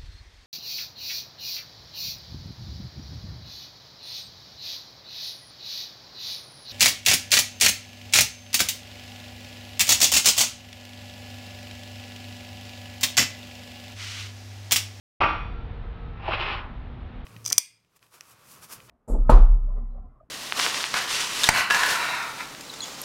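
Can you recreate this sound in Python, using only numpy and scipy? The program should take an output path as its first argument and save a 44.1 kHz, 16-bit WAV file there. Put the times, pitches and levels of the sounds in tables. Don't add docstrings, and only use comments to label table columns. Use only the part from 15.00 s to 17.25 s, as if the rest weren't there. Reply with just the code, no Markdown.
import sys
import numpy as np
from scipy import signal
from scipy.fft import rfft, irfft, next_fast_len
from scipy.io import wavfile
from scipy.ndimage import map_coordinates

SR = 44100
rng = np.random.default_rng(int(sys.argv[2]) if len(sys.argv) > 2 else 0)


def wav_out(sig):
    wavfile.write(sys.argv[1], SR, np.round(np.clip(np.atleast_2d(sig).T, -1, 1) * 32767).astype(np.int16))


N = 99225
ATTACK_S = 0.00039

# frequency in Hz, relative level in dB.
SHARD_COLOUR = [(120, -43), (200, -18), (239, -12), (299, -12.5), (336, -2.5), (433, -13.5), (618, -7),
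                (716, -11), (819, -2.5), (1850, -8), (2760, -1.5), (5390, -25.5), (6930, -61.5),
                (9010, -93), (15200, -120)]
# frequency in Hz, T60 in seconds.
DAMPED_DECAY = [(300, 0.17), (1000, 0.73), (2500, 0.32), (6000, 0.22)]


def clank(crowd, crack_db=3.5, crack_t60_s=0.045, wash_db=-8, ring_db=-7.5):
    # start in seconds, relative level in dB.
    contacts = [(0.2054, -23), (.209, -25.5), (0.2136, -21.5), (.218, -20.5), (.226, -23), (0.2334, -22.5),
                (0.2366, -23), (.240, -22), (0.2606, -26.5), (.269, -30), (.283, -33), (.309, -32),
                (.341, -35)]
    # frequency in Hz, relative level in dB.
    impact_colour = [(71, -50), (120, -13), (225, -26), (310, -2), (381, -14), (543, -9.5), (803, -5),
                     (951, -1.5), (1070, -9.5), (1190, -2.5), (1750, -14), (2550, -13), (4090, -28.5),
                     (5370, -36), (6930, -61.5), (9010, -79.5), (15200, -120)]
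    # frequency in Hz, T60 in seconds.
    free_decay = [(250, 0.29), (900, 0.53), (2500, 0.58), (6000, 0.52)]
    out, pushes, t = np.zeros(N), np.zeros(N), np.arange(SR) / SR
    colour = lambda hz: amp(along(impact_colour, hz))
    attack = 1 - np.exp(-t / ATTACK_S)
    push = np.exp(-t / ATTACK_S) * t
    for start, db in contacts:
        crack = noise(colour, size=SR) * amp(crack_db - 60 * t / crack_t60_s)
        tail = amp(wash_db) * wash(colour, crowd, free_decay)
        add(out, start, amp(db) * attack * (crack + tail))
        add(pushes, start, amp(db) * push / np.linalg.norm(push))
    return out + amp(ring_db) * ring(pushes)


def ring(strength, shimmer_db=1):
    # frequency in Hz, relative level in dB, T60 in seconds.
    modes = [(314, -13, .4), (558, -15, .35), (820, -13, .35), (853, -13, .4), (953, -10, .48),
             (1023, -12, .4), (1167, 1.5, .42), (1206, -6, .45), (1260, -6, .38), (1362, -10, .55),
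             (1399, -6, .42), (1540, -13, .45), (1879, -15, .45), (2191, -14, .4), (2293, -13, .6),
             (2486, -8, .6), (2526, -13, .4), (2595, -15, .5), (2732, -14, .35), (2766, -12, .45),
             (2977, -19, .6), (3140, -21, .55), (3208, -24, .7), (3462, -27, 1.1), (4560, -38, 1.2),
             (5512, -35, .65), (5706, -45, .85), (6830, -52, .55)]
    out, t = np.zeros(N), np.arange(N) / SR
    for hz, db, t60 in modes:
        energy = signal.lfilter([1], [1, -amp(-120 / (t60 * SR))], strength ** 2)
        gain = amp(db + shimmer_db * wobble(14))
        phase = 2 * np.pi * (hz * t + rng.random()) + 0.24 * wobble(15)
        out += gain * np.sqrt(energy) * np.sin(phase)
    return out


def lesser_modes(modes_per_hz=0.12, spread_db=1):
    size = SR // 2 + 1
    return (rng.random(size) < modes_per_hz) * amp(spread_db * rng.standard_normal(size))


def wash(response, crowd, ring_times):
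    phases = np.exp(2j * np.pi * rng.random(len(crowd)))
    steady = irfft(crowd * response(np.arange(len(crowd))) * phases)
    hz, t, spectrum = signal.stft(unit(steady), SR, nperseg=256)
    decay = amp(-60 * t / along(ring_times, hz)[:, None])
    return signal.istft(spectrum * decay, SR, nperseg=256)[1][:SR]


def knocks(crowd, clunk_at_s=1.2803, clunk_hz=860, clunk_db=-17, clunk_rise_s=0.002, wash_db=-13.5):
    # start in seconds, relative level in dB, centre in Hz,
    # half-width in octaves, T60 in seconds.
    hits = [(1.248, -37, 750, 0.44, .12), (1.287, -24, 560, 0.37, 0.076), (1.309, -23.5, 950, .6, 0.019),
            (1.320, -26.5, 1200, .5, .06), (1.331, -27, 2600, 0.46, 0.099), (1.334, -24.5, 800, 1.1, 0.13),
            (1.348, -26.5, 2400, .8, 0.014)]
    out, t = np.zeros(N), np.arange(SR) / SR
    swell = (t / clunk_rise_s * np.exp(1 - t / clunk_rise_s)) ** 2
    add(out, clunk_at_s, amp(clunk_db) * swell * np.sin(2 * np.pi * clunk_hz * t))
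    attack = 1 - np.exp(-t / ATTACK_S)
    for start, db, centre_hz, width, t60 in hits:
        colour = lambda hz: amp(along(SHARD_COLOUR, hz)) / (1 + (np.log2((hz + 1) / centre_hz) / width) ** 2)
        body = noise(colour, size=SR) * amp(-60 * t / t60)
        tail = amp(wash_db) * wash(colour, crowd, DAMPED_DECAY)
        add(out, start, amp(db) * attack * (body + tail))
    return out


def scrape(crowd, grains_per_s=4000, spread_db=5, catches_per_s=90, catch_db=1.4,
           soft_below_hz=1500, bass_follows=0.55, direct_db=-3.5, wash_db=-6, ring_db=-13):
    # time in seconds, relative level in dB.
    drag_force = [(1.149, -67), (1.235, -45.5), (1.275, -35), (1.31, -32.5), (1.34, -27), (1.375, -38),
                  (1.403, -26), (1.429, -28), (1.46, -30.5), (1.504, -28.5), (1.548, -32), (1.6, -42),
                  (1.644, -53.5), (1.72, -72.5)]
    force_db = np.interp(np.arange(N) / SR, *np.transpose(drag_force), left=-120, right=-120)
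    grains = (rng.random(N) < grains_per_s / SR) * rng.choice([-1, 1], N)
    grains = unit(grains * amp(spread_db * rng.uniform(-1.2, 1, N)))
    slips = unit(grains * amp(catch_db * wobble(catches_per_s)))
    soft = filtered(slips, lambda hz: 1 / (1 + (hz / soft_below_hz) ** 4))
    peak_db = force_db.max()
    soft_db = peak_db + bass_follows * (force_db - peak_db)
    drive = amp(force_db) * (slips - soft) + amp(soft_db) * soft
    colour = lambda hz: amp(along(SHARD_COLOUR, hz))
    direct = filtered(drive, colour) / np.std(filtered(slips, colour))
    dish_response = wash(colour, crowd, DAMPED_DECAY)
    shaken = signal.fftconvolve(drive, dish_response / np.linalg.norm(dish_response))[:N]
    rung = ring(amp(force_db) / np.sqrt(SR))
    return amp(direct_db) * direct + amp(wash_db) * shaken + amp(ring_db) * rung


def thuds(centre_hz=98, t60_s=0.097, attack_s=0.0048):
    # start in seconds, level in dB.
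    hits = [(0.226, -21.5), (1.283, -31), (1.328, -28)]
    out, t = np.zeros(N), np.arange(SR) / SR
    attack = 1 - np.exp(-t / attack_s)
    for start, db in hits:
        boards = noise(lambda hz: 1 / (1 + (np.log2((hz + 1) / centre_hz) / .5) ** 4), size=SR)
        add(out, start, boards * amp(db - 60 * t / t60_s) * attack)
    return out


def air(rumble_below_hz=67, lumpy_db=1.6, drift_db=-0.5, hush_follows=0.71):
    # frequency in Hz, relative level in dB.
    air_colour = [(15, -29.5), (25, 1), (87, -8), (194, -22), (245, -21.5), (276, -27.5), (402, -29),
                  (463, -28.5), (586, -33.5), (724, -31), (1190, -35.5), (1300, -35), (1430, -36),
                  (3760, -46.5), (6930, -81.5), (9010, -114), (15200, -120)]
    # time in seconds, level in dB.
    breeze = [(.2, -32), (.6, -32), (.9, -32.5), (1.15, -34.5), (1.751, -35), (2.25, -35)]
    level_db = np.interp(np.arange(N) / SR, *np.transpose(breeze))
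    swing_db = level_db - level_db.mean()
    bed = noise(lambda hz: amp(along(air_colour, hz)), size=N)
    rumble = filtered(bed, lambda hz: 1 / (1 + (hz / rumble_below_hz) ** 4))
    hush = (bed - rumble) * amp(hush_follows * swing_db + drift_db * wobble(6.6))
    return amp(level_db.mean()) * (rumble * amp(swing_db + lumpy_db * wobble(16)) + hush)


def far_tones():
    # start and end in seconds, pitch in Hz, level in dB.
    hums = [(.2, 1.16, 466, -56.5), (0.501, 1.42, 710, -64), (1.65, 2.3, 242, -53)]
    # start and end in seconds, first and last pitch in Hz, level in dB.
    whines = [(.48, .65, 1358, 1364, -55), (.82, .92, 1270, 1290, -59), (.93, 1.2, 1270, 1320, -56.5)]
    humming = sum(amp(db) * tone(start, end, hz, hz, waver=0.004) for start, end, hz, db in hums)
    whining = sum(amp(db) * tone(*glide, waver=0.0082) for *glide, db in whines)
    return humming + whining


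def tone(start, end, first_hz, last_hz, waver, fade_s=0.03, flutter_db=1.2):
    t = np.arange(N) / SR
    hz = np.interp(t, [start, end], [first_hz, last_hz]) * (1 + waver * wobble(35))
    fade = np.clip(np.minimum(t - start, end - t) / fade_s, 0, 1)
    return np.sqrt(2) * fade * amp(flutter_db * wobble(30)) * np.sin(2 * np.pi * np.cumsum(hz) / SR)


def amp(db):
    return 10 ** (np.asarray(db) / 20)


def unit(x):
    return x / np.sqrt(np.mean(x ** 2) + 1e-20)


def along(points, hz):
    freqs, values = np.transpose(points)
    return np.interp(np.log(hz + 1), np.log(freqs + 1), values)


def wobble(rate):
    return map_coordinates(rng.standard_normal(1024), [np.arange(N) * rate / SR], mode="wrap")


def filtered(x, response):
    size = next_fast_len(len(x) + 8192)
    return irfft(rfft(x, size) * response(np.fft.rfftfreq(size, 1 / SR)), size)[:len(x)]


def noise(response, size):
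    return unit(filtered(rng.standard_normal(size), response))


def add(track, start_s, sound):
    part = track[round(start_s * SR):][:len(sound)]
    part += sound[:len(part)]


def scene():
    crowd = lesser_modes()
    return (clank(crowd) + knocks(crowd) + scrape(crowd) + thuds() + air() + far_tones())[None]


def record(dry, open_at_s=0.203, fade_s=0.003, low_cut_hz=32, high_cut_hz=7000):
    t = np.arange(N) / SR
    gate = np.clip(np.minimum(t - open_at_s, t[::-1]) / fade_s, 0, 1)
    thinned = filtered(dry[0], lambda hz: 1j * hz / (1j * hz + low_cut_hz))
    return filtered(thinned * gate, lambda hz: 1 / np.sqrt(1 + (hz / high_cut_hz) ** 90))[None]


dry = scene()
out = record(dry)
wav_out(out)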